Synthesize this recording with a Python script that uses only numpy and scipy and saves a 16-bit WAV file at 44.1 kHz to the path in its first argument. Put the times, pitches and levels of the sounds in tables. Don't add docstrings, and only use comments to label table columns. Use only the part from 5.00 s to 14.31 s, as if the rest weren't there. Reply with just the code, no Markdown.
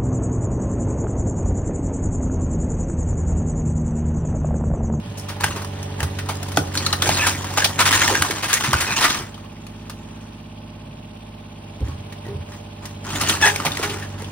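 import sys
import numpy as np
from scipy import signal
from scipy.fft import rfft, irfft, next_fast_len
from scipy.io import wavfile
from scipy.ndimage import uniform_filter1d, map_coordinates

SR = 44100
rng = np.random.default_rng(int(sys.argv[2]) if len(sys.argv) > 2 else 0)


def amp(db):
    return 10 ** (np.asarray(db, float) / 20)


def write(x):
    x = np.atleast_2d(x).T
    wavfile.write(sys.argv[1], SR, np.round(np.clip(x, -1, 1) * 32767).astype(np.int16))


N = 410571

# start_s, peak_db, ring_hz, t60_s
SNAPS = [(0.1738, -33.5, 6500, 0.23), (0.409, -20, 945, 0.032), (0.441, -11, 1610, 0.052),
         (0.647, -26, 1090, 0.04), (0.8288, -31, 5720, 0.049), (1.0294, -19, 1240, 0.075),
         (1.26, -41, 5030, 0.031), (1.355, -32, 5100, 0.03), (1.371, -34, 5000, 0.03),
         (1.4298, -23.5, 770, 0.051), (1.485, -29, 959, 0.079), (1.519, -27, 970, 0.073),
         (1.7536, -19, 1500, 0.036), (2.0698, -18, 734, 0.092), (2.179, -41, 1640, 0.075),
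         (2.268, -12, 950, 0.11), (2.538, -25, 1070, 0.053), (3.079, -10, 1880, 0.032),
         (3.2228, -6.5, 1440, 0.031), (3.481, -24, 1690, 0.23), (3.529, -15, 1753, 0.24),
         (3.531, -5.5, 1744, 0.026), (3.8042, -16.5, 1800, 0.23), (4.6678, -35, 2530, 0.041),
         (4.8974, -28.5, 1210, 0.067), (7.855, -31, 5170, 0.069), (8.1517, -26.5, 746, 0.23),
         (8.21, -15.5, 1240, 0.11), (8.5609, -16, 2300, 0.03), (8.772, -20.5, 2023, 0.039)]
# start_s, peak_db, ring_hz, t60_s
SLAPS = [(0.286, -24, 1190, 0.16), (0.5597, -24, 1090, 0.15), (0.617, -26, 900, .094),
         (1.0046, -16.5, 1850, 0.037), (1.1866, -23, 1820, 0.074), (1.288, -18.5, 860, 0.12),
         (1.573, -4, 699, 0.016), (1.931, -11.5, 1330, 0.054), (2.0221, -12, 1330, 0.062),
         (2.092, -6.5, 800, 0.029), (2.444, -21, 970, 0.042), (2.5014, -25.5, 835, 0.12),
         (2.574, -9, 1420, 0.052), (2.6441, -5, 3270, 0.067), (2.71, -27, 937, 0.048),
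         (2.9279, -11, 1800, 0.13), (3.309, -13, 1600, 0.05), (3.4255, -19, 1160, 0.15),
         (3.636, -17, 1640, 0.11), (3.7327, -5, 1125, 0.019), (4.1508, -24, 1100, 0.25),
         (6.867, -45, 1102, 0.091), (7.124, -34, 1830, 0.072), (7.2519, -42, 1520, 0.071),
         (7.5186, -43, 1895, 0.11), (8.0448, -39, 1512, 0.26), (8.2953, -8.5, 3350, .04),
         (8.6503, -12.5, 800, 0.12), (8.999, -34, 1011, .06), (9.221, -31, 596, 0.039)]
# start_s, peak_db, ring_hz, t60_s
KNOCKS = [(.442, -11, 855, 0.028), (0.549, -26.5, 394, 0.24), (0.9903, -25.5, 900, 0.17),
          (1.463, -29, 988, .022), (1.574, -6, 1410, .036), (1.577, -14.5, 300, 0.11),
          (1.774, -11.5, 4200, 0.079), (1.864, -8.5, 4110, 0.045), (1.866, -16, 1310, 0.055),
          (1.928, -7.5, 4090, 0.037), (2.022, -6.5, 3500, 0.031), (2.04, -18, 380, 0.46),
          (2.602, -16, 1700, .025), (2.623, -11, 1620, .025), (3.11, -14.5, 370, 0.18),
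          (3.147, -13, 1900, 0.07), (3.3659, -22, 1038, 0.18), (3.3, -19, 394.1, 0.069),
          (3.74, -5, 1486, 0.032), (3.846, -17, 1500, 0.047), (3.9725, -19, 1093, 0.067),
          (4.343, -32, 3190, 0.071), (4.378, -33.5, 1230, 0.053), (4.447, -36, 1150, .05),
          (4.568, -41, 2040, .028), (8.601, -15.5, 1278, 0.059), (8.719, -16, 3610, .033),
          (8.796, -17.5, 410, .06), (9.0248, -24.5, 1710, 0.13), (9.221, -25, 430, 0.039),
          (9.283, -32, 960, 0.051)]
# start_s, peak_db, ring_hz, t60_s
MIXED_BREAKS = [(.197, -27, 5480, .03), (.365, -29, 805, 0.089), (0.4372, -11, 1570, 0.0092),
                (.735, -39, 796, .03), (1.303, -27, 2430, 0.11), (1.188, -40, 1820, 0.017),
                (1.289, -22, 910, 0.12), (1.405, -30, 766, 0.04), (1.561, -25, 5200, 0.11),
                (2.5735, -13, 840, 0.1), (2.658, -15, 804, 0.031), (2.7846, -24, 1660, .03),
                (2.802, -27, 995, 0.027), (2.8643, -22, 1510, .05), (2.899, -23, 1280, 0.046),
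                (2.929, -15, 970, 0.027), (2.9533, -19, 1610, 0.042), (2.977, -21, 960, 0.081),
                (3.017, -11, 3200, 0.049), (3.1, -13, 870, 0.11), (3.153, -6.5, 1660, 0.019),
                (3.168, -15.5, 1700, 0.044), (3.248, -13, 1050, 0.11), (3.5392, -5, 6780, 0.05),
                (3.57, -14, 1900, 0.087), (4.028, -11, 3500, 0.077), (4.052, -8.5, 1290, 0.026),
                (4.101, -11, 3540, 0.073), (4.1494, -20, 1218, 0.063), (4.876, -50, 958.2, 0.027),
                (6.806, -28, 330, 0.031), (6.884, -27.5, 274, 0.047), (7.265, -25.5, 400, .06),
                (7.281, -31, 888.5, 0.096), (7.41, -40, 1655, 0.11), (7.854, -32, 1970, 0.069),
                (8.2133, -14, 5520, 0.067), (8.272, -29, 7100, 0.016), (8.2875, -9, 6460, 0.047),
                (8.2957, -12, 2560, 0.019), (8.447, -24, 9100, 0.016), (8.456, -11, 7860, 0.047),
                (8.464, -12, 5470, 0.038), (8.481, -11, 6480, 0.018), (8.4886, -18, 9200, 0.013),
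                (8.666, -10.5, 2200, 0.051), (8.896, -20, 2810, 0.12), (9.179, -35, 1420, 0.055),
                (9.245, -29, 3170, 0.051)]
# start_s, peak_db, ring_hz, t60_s
RIPS = [(2.791, -13, 1097, 0.049), (2.854, -10, 1699, .11), (2.8, -7, 1343, .11),
        (3.425, -19.5, 2180, 0.18), (3.495, -16, 1510, 0.16), (3.639, -18, 1880, 0.13),
        (4.005, -11, 1440, .2), (4.039, -5, 1310, 0.092), (8.826, -15, 1389, 0.12),
        (9.18, -35.5, 1315, 0.15)]
# bright_snap_db, broad_part_db, ring_sharpness_q, blow_over_raggedness, rise_over_t60
BREAK_KINDS = [
    (4.5, 2.5, 2.4, 1.2, 0.025),
    (-37, -1, 2.4, 0.66, 0.046),
    (-81, -8.5, 4.5, 0.84, 0.04),
    (-33, -11.5, 2.7, 0.99, 0.029),
    (-14, -4.5, 1.6, 0, 0.13),
]
# start_s, length_s, start_level_db, end_level_db
SLIDES = [(0, 3.4, -50.5, -28.5), (0.406, 0.24, -29.5, -42), (1.743, 0.28, -26.5, -39),
          (2.025, 0.27, -19.5, -21), (2.295, 0.13, -46, -32.5), (2.58, 0.075, -16, -26.5),
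          (2.794, 0.033, -11, -29), (2.858, 0.15, -13, -13), (3.08, 0.25, -18, -31.5),
          (3.443, 0.076, -18.5, -60), (3.604, 0.31, -25, -22.5), (3.965, 0.22, -18, -27),
          (4.197, 1.156, -56, -51.5), (6.845, 0.052, -45.5, -44), (7.49, 0.042, -47, -41.5),
          (7.832, 0.055, -38, -45.5), (8.047, 0.18, -35, -19), (8.27, 0.037, -20.5, -18.5),
          (8.416, 0.043, -20, -16), (8.482, 0.485, -31, -31), (8.95, 0.334, -45.5, -43.5)]
# pitch_hz, level_db (per Hz)
SPLINTER_TONE = [(290, -4), (500, -9), (970, 2), (1640, 0.5), (2900, -1.5), (4700, -5.5), (7300, -1.5),
                 (10000, -15), (13000, -17), (16000, -20)]
# pitch_hz, level_db (per Hz)
BOARD_TONE = [(71, 9.5), (120, 13.5), (204, 7), (304, 15), (624, -7.5), (857, 7), (1500, 1.5), (1950, 4),
              (3300, -120)]
# start_s, peak_db, pitch_hz, t60_s
THUDS = [(0.054, -23.5, 111.7, 0.29), (0.437, -14, 94.5, 0.12), (0.501, -9, 96, 0.092),
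         (1.019, -10, 82, 0.18), (1.57, -13, 129.4, 0.14), (1.608, -8.5, 95, 0.12), (2.076, -18, 106, 0.16),
         (3.198, -15, 87.7, 0.16), (3.682, -7, 132.4, 0.091), (3.741, -2, 76.5, 0.076),
         (3.797, -22, 83, 0.2), (6.815, -6.5, 65.5, 0.15), (6.881, -20.5, 84, 0.28),
         (6.961, -32, 116, 0.54), (7.277, -21, 123, 0.18), (7.346, -11.5, 88, 0.12),
         (7.392, -15, 83.56, 0.11), (8.231, -15, 93.7, 0.16), (8.418, -15, 92.1, 0.12),
         (8.658, -14.5, 157, 0.12)]
# start_s, length_s, slip_hz, level_db, octave_db
SQUEALS = [(2.193, 0.044, 2570, -19, -31), (2.217, 0.054, 1740, -19, -19), (8.424, 0.045, 863, -15, 6.5),
           (8.442, 0.062, 411, -27, -9), (3.866, 0.075, 2520, -25, -32), (5.821, 0.18, 139, -37, -14),
           (7.249, 0.03, 1925, -42, -25), (7.52, 0.038, 1890, -48, -10), (7.285, 0.04, 403, -28, -21),
           (6.89, 0.035, 1105, -43, -30), (1.055, 0.03, 1960, -39, -30), (8.826, 0.15, 412, -30, -9)]
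# time_s, firing_hz, exhaust_boom_db
ENGINE = [(0, 49.18, -36.5), (.55, 48.4, -37.5), (1.0, 48.15, -36), (1.45, 47.74, -37), (1.9, 45.93, -35.5),
          (2.5, 47.5, -37.5), (3.0, 47.9, -40), (3.6, 50.1, -38.5), (4.3, 50.09, -38.5), (4.8, 51.13, -36),
          (6.3, 51.06, -38.5), (6.9, 49.54, -38), (7.75, 49.78, -38.5), (8.1, 49.3, -37), (8.3, 46.9, -41),
          (8.65, 48.76, -39.5), (9.31, 49.28, -34.5)]
# multiple_of_cycle (four-stroke), level_db
EASY_ORDERS = [(1, -40), (2, -32), (3, -6), (4, -32), (5, -11.5), (6, -2.5), (7, -34), (8, -32), (9, -7),
               (10, -10), (11, -19), (12, -7), (13, -5), (14, -31), (15, -9), (16, -15), (17, -22),
               (18, -17.5), (19, -31), (20, -14.5)]
# multiple_of_cycle, level_db
LOADED_ORDERS = [(1, -51), (2, -42), (3, -10), (4, -46), (5, -2), (6, 9), (7, -22), (8, -33), (9, 1),
                 (10, -17), (11, -15), (12, -1.5), (13, -9.5), (14, -53), (15, -8.5), (16, -15), (17, -8),
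                 (18, -8), (19, -42), (20, -11.5)]
# multiple_of_cycle, level_db
PUMP = [(24, -58), (27, -59), (34, -68), (35, -67), (36, -58.5), (48, -62)]
# pitch_hz, level_db (per Hz)
KNOCK_TONE = [(300, -12.5), (420, -2.5), (510, -10.5), (590, -1), (700, -10), (880, -1), (1150, -4),
              (1400, -14.5), (2500, -16)]
# pitch_hz, level_db (per Hz)
CASING_TONE = [(25, -56), (60, -9), (130, -8), (250, -21), (500, -17.5), (900, -15), (1200, -35),
               (1450, -25.5), (2100, -29.5), (2900, -25.5), (4500, -29.5), (8000, -31), (13000, -40.5),
               (16000, -41)]
# low_hz, high_hz
CLATTER_BAND = [2400, 3200]
# pitch_hz, t60_s
YARD = [(200, 0.54), (2000, 0.089), (10000, 0.28)]
# pitch_hz, share (0 to 1)
TREBLE_SHARE = [(6000, 0), (7300, .3), (9500, .55), (12000, .9)]
# pitch_hz, lag_radians
PORT_LAG = [(0, 0), (2200, .9), (4200, 1.6), (5600, 2.8), (7600, 3.3), (9700, 6.3), (12200, 9.4),
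            (14700, 12.4), (17000, 13.4)]
# pitch_hz, difference_db
PORT_LEAN = [(50, 1), (180, -.4), (350, -1), (700, -2.5), (1400, 1), (2800, .8), (5600, -.6)]


def unit(x):
    return x / np.sqrt(np.mean(x ** 2) + 1e-20)


def along(points, hz):
    f, v = np.transpose(points)
    return np.interp(np.log(hz + 1), np.log(f + 1), v)


def curves(rows):
    s, *cols = np.transpose(rows)
    return [np.interp(np.arange(N) / SR, s, c) for c in cols]


def wobble(rate, size=N):
    knots = rng.standard_normal(int(size * rate / SR) + 4)
    return map_coordinates(knots, [np.arange(size) * rate / SR])


def band(x, order, edges_hz):
    return signal.lfilter(*signal.butter(order, edges_hz, "band", fs=SR), x)


def treble(x, corner_hz):
    return signal.lfilter(*signal.butter(2, corner_hz, "high", fs=SR), x)


def coloured(x, spectrum):
    m = next_fast_len(N + 8192)
    gain = amp(along(spectrum, np.fft.rfftfreq(m, 1 / SR)))
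    return unit(irfft(rfft(x, m) * gain, m)[..., :N])


def patchy(depth_db, bins, frames):
    z = signal.stft(rng.standard_normal(N), nperseg=256)[2]
    field = uniform_filter1d(rng.standard_normal(z.shape), bins, 0)
    field = uniform_filter1d(field, frames, 1)
    return unit(signal.istft(z * amp(depth_db * unit(field)), nperseg=256)[1][:N])


def add(track, s, sound):
    part = track[..., round(s * SR):][..., :sound.shape[-1]]
    part += sound[..., :part.shape[-1]]


def spread_out(x, other, corner_hz, share):
    apart = share * treble(other, corner_hz)
    return np.array([x + apart, x - apart])


def cracks():
    track, t = np.zeros((2, N)), np.arange(SR // 5) / SR
    tables = (SNAPS, SLAPS, KNOCKS, MIXED_BREAKS, RIPS)
    breaks = [row + kind for rows, kind in zip(tables, BREAK_KINDS) for row in rows]
    for s, db, hz, t60, snap_db, wide_db, sharp, blow, rise in breaks:
        t60 = np.clip(t60, .015, .2)
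        fade = amp(-60 * t / t60)
        a, b = rng.standard_normal((2, 2, len(t))) * (1 - np.exp(-t / (rise * t60)))
        pulse = np.cos(2 * np.pi * hz * t) * np.exp(-((t - .0025) / .0015) ** 2)
        struck = a + blow * min(1, .04 / t60) * pulse
        ring = signal.lfilter(*signal.iirpeak(hz, sharp, SR), struck * fade)
        ring = ring + amp(-9) * signal.lfilter(*signal.iirpeak(1.47 * hz, sharp, SR), b * fade)
        wide = band(a * amp(-60 * t / (.75 * t60)), 1, [500, 6000])
        snap = band(b * amp(-60 * t / (.7 * t60)), 2, [4500, 12000])
        body = ring / np.abs(ring).max() + amp(wide_db) * wide / np.abs(wide).max()
        bright = amp(snap_db - 7.0) * snap / np.abs(snap).max()
        add(track, s - .0015, amp(db) * (amp(0.5) * body + bright))
    return spread_out(*track, 2600, share=.7)


def slides():
    set_in_db_per_s, settle_db_per_s = 1500, 178
    t, power = np.arange(N) / SR, 1e-10
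    for s, length, start_db, end_db in SLIDES:
        u = t - s
        running_db = start_db + (end_db - start_db) * np.clip(u / length, 0, 1)
        before_db = set_in_db_per_s * np.minimum(u, 0)
        after_db = settle_db_per_s * np.maximum(u - length, 0)
        power = power + amp(running_db + before_db - after_db) ** 2
    return 10 * np.log10(power)


def debris():
    splinter_db = slides()
    board_db = splinter_db - 1.5 - (1 - 0.2) * np.maximum(splinter_db + 34, 0)
    hits = rng.random(N) < 500 / SR * amp(4 * wobble(25))
    clicks = hits * amp(np.minimum(4.5 * rng.exponential(size=N), 10))
    t = np.arange(400) / SR
    click_fade = amp(-120 * t / .016)
    bursts = np.sqrt(np.abs(signal.fftconvolve(clicks ** 2, click_fade)[:N]))
    patches = np.array([patchy(3.5, bins=4, frames=6) for _ in range(2)])
    splinters = coloured(patches * (.45 + unit(bursts)), SPLINTER_TONE)
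    boards = coloured(patchy(2.5, bins=1, frames=8) * amp(2.5 * wobble(40)), BOARD_TONE)
    return amp(splinter_db - 2.5) * spread_out(*splinters, 2500, share=.55) + amp(board_db) * boards


def thuds():
    track, t = np.zeros(N), np.arange(SR // 3) / SR
    for s, db, hz, t60 in THUDS:
        boom = np.sin(2 * np.pi * hz * t) + 0.51 * np.sin(2 * np.pi * 1.6 * hz * t)
        puff = unit(band(rng.standard_normal(len(t)), 2, [170, 480])) * amp(-60 * t / 0.093)
        rise = 1 - np.exp(-t / 0.025)
        level = amp(db + 3.0 - 60 * t / np.clip(t60, .03, .5))
        add(track, s - .004, level * rise * (boom + 0.35 * puff))
    return track


def squeals():
    track = np.zeros(N)
    for s, length, hz, db, octave_db in SQUEALS:
        u = np.linspace(0, 1, round(2.0 * length * SR))
        size = len(u)
        failing = np.clip((db + 40) / 24, .1, 1) * np.clip(2.5 * u, 0, 1) ** 2
        pitch_hz = hz * (1 + (.012 + .09 * failing) * wobble(300, size))
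        turn = 2 * np.pi * np.cumsum(pitch_hz) / SR
        overtones = sum(g * np.sin(k * turn) for k, g in [(2, 1), (3, 0.38), (4, 0.29), (5, 0.075)])
        tone = np.sin(turn) + amp(octave_db) * overtones
        scratch = band(rng.standard_normal(size), 1, [hz, 6 * hz]) * (1 + np.sin(turn))
        shake_db = (1.5 + 2 * failing) * wobble(200, size)
        shape = (1 - np.exp(-u / 0.024)) * (1 - u) ** 1.09
        add(track, s, amp(db + shake_db) * shape * (tone + 0.19 * failing * unit(scratch)))
    return track


def engine():
    firing_hz, boom_db = curves(ENGINE)
    turns = np.cumsum(firing_hz * (1 + .001 * wobble(12))) / SR / 3
    cycle = 2 * np.pi * turns
    load = np.clip((50.6 - firing_hz) / 2.49, 0, 1)

    lines = np.zeros(N)
    for (k, easy_db), (_, loaded_db) in zip(EASY_ORDERS, LOADED_ORDERS):
        level = amp(easy_db + load * (loaded_db - easy_db) + .9 * wobble(9))
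        lines += level * np.sin(k * cycle + 2 * np.pi * rng.random())
    for k, db in PUMP:
        lines += amp(db - boom_db + 12.9 * load + 1.6 * wobble(2.27)) * np.sin(k * cycle)

    pattern = map_coordinates(rng.standard_normal(400), [turns % 1 * 400], mode="grid-wrap")
    knock = coloured(pattern * amp(0.58 * wobble(4.1)), KNOCK_TONE) * amp(-50.5 + 4.8 * load)

    uneven = .12 * np.cos(cycle + 1.1) + .08 * np.cos(2 * cycle)
    beat = np.exp(.18 * np.cos(3 * cycle) + uneven + .06 * np.cos(6 * cycle))
    noise = np.array([patchy(1.7, bins=3, frames=20) for _ in range(2)])
    near, spread = coloured(noise * beat, CASING_TONE) * amp(-50.0 + 7.6 * load)
    spread = band(spread, 3, [450, 4300])

    valve_turn = cycle + 0.77
    valves = np.exp(1.1 * np.cos(3 * valve_turn) + .7 * np.cos(valve_turn + np.pi / 3))
    repeated = map_coordinates(rng.standard_normal(1200), [turns % 1 * 1200], mode="grid-wrap")
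    taps = .6 * rng.standard_normal(N) + repeated
    clatter = amp(-55 + 3 * load) * unit(band(taps * valves, 2, CLATTER_BAND))

    middle = amp(boom_db - 0.5) * lines + clatter + knock + near
    return middle + 1.71 * np.array([spread, -spread])


def yard(x):
    hz, t, z = signal.stft(rng.standard_normal((2, SR // 2)), SR, nperseg=256)
    fade = amp(-60 * t / along(YARD, hz)[:, None])
    tail = signal.istft(z * fade, SR, nperseg=256)[1]
    late = np.pad(x, (300, 0))[None]
    return signal.fftconvolve(late, tail / np.linalg.norm(tail[0]), axes=1)[:, :N]


def scene():
    breaks, slips = cracks() + debris(), squeals()
    scattered = treble(breaks.mean(axis=0) + 1.4 * slips, 350)
    low = (thuds() + engine()) * amp([[-.8], [.8]])
    return breaks + slips + amp(-6.5) * yard(scattered) + low


def weaker_dropped(x, margin_db, attack_db, treble_hz=6300):
    hz, _, z = signal.stft([x[0] + x[1], x[0] - x[1]], SR, nperseg=1024)
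    power = uniform_filter1d(uniform_filter1d(np.abs(z) ** 2, 12, 1), 3, 2)
    treble_power = (np.abs(z[:, hz > treble_hz]) ** 2).sum(axis=(0, 1))
    attack = treble_power > np.roll(treble_power, 2) * amp(2 * attack_db)
    strong = np.abs(power) > np.abs(power[::-1]) * amp(2 * margin_db)
    keep = strong | (hz < treble_hz)[:, None] | attack
    both, apart = signal.istft(z * keep, SR, nperseg=1024)[1][:, :N]
    return np.array([both + apart, both - apart]) / 2


def top_cut(x):
    return signal.sosfilt(signal.butter(12, 16980, fs=SR, output="sos"), x)


def record(dry):
    hz = np.fft.rfftfreq(N, 1 / SR)
    left, right = rfft(dry / (1 + np.abs(dry / .8) ** 4) ** (1 / 4))
    right = right + along(TREBLE_SHARE, hz) * (left - right)
    right = right * np.exp(-1j * np.interp(hz, *np.transpose(PORT_LAG)))
    lean = amp(along(PORT_LEAN, hz) / 2)
    reach = (hz < 15800) / np.sqrt(1 + (42 / (hz + 1)) ** 6)
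    heard = irfft(np.array([left * lean, right / lean]) * reach, N)
    return top_cut(weaker_dropped(heard, margin_db=-6.0, attack_db=5))


dry = scene()
out = record(dry)
write(out)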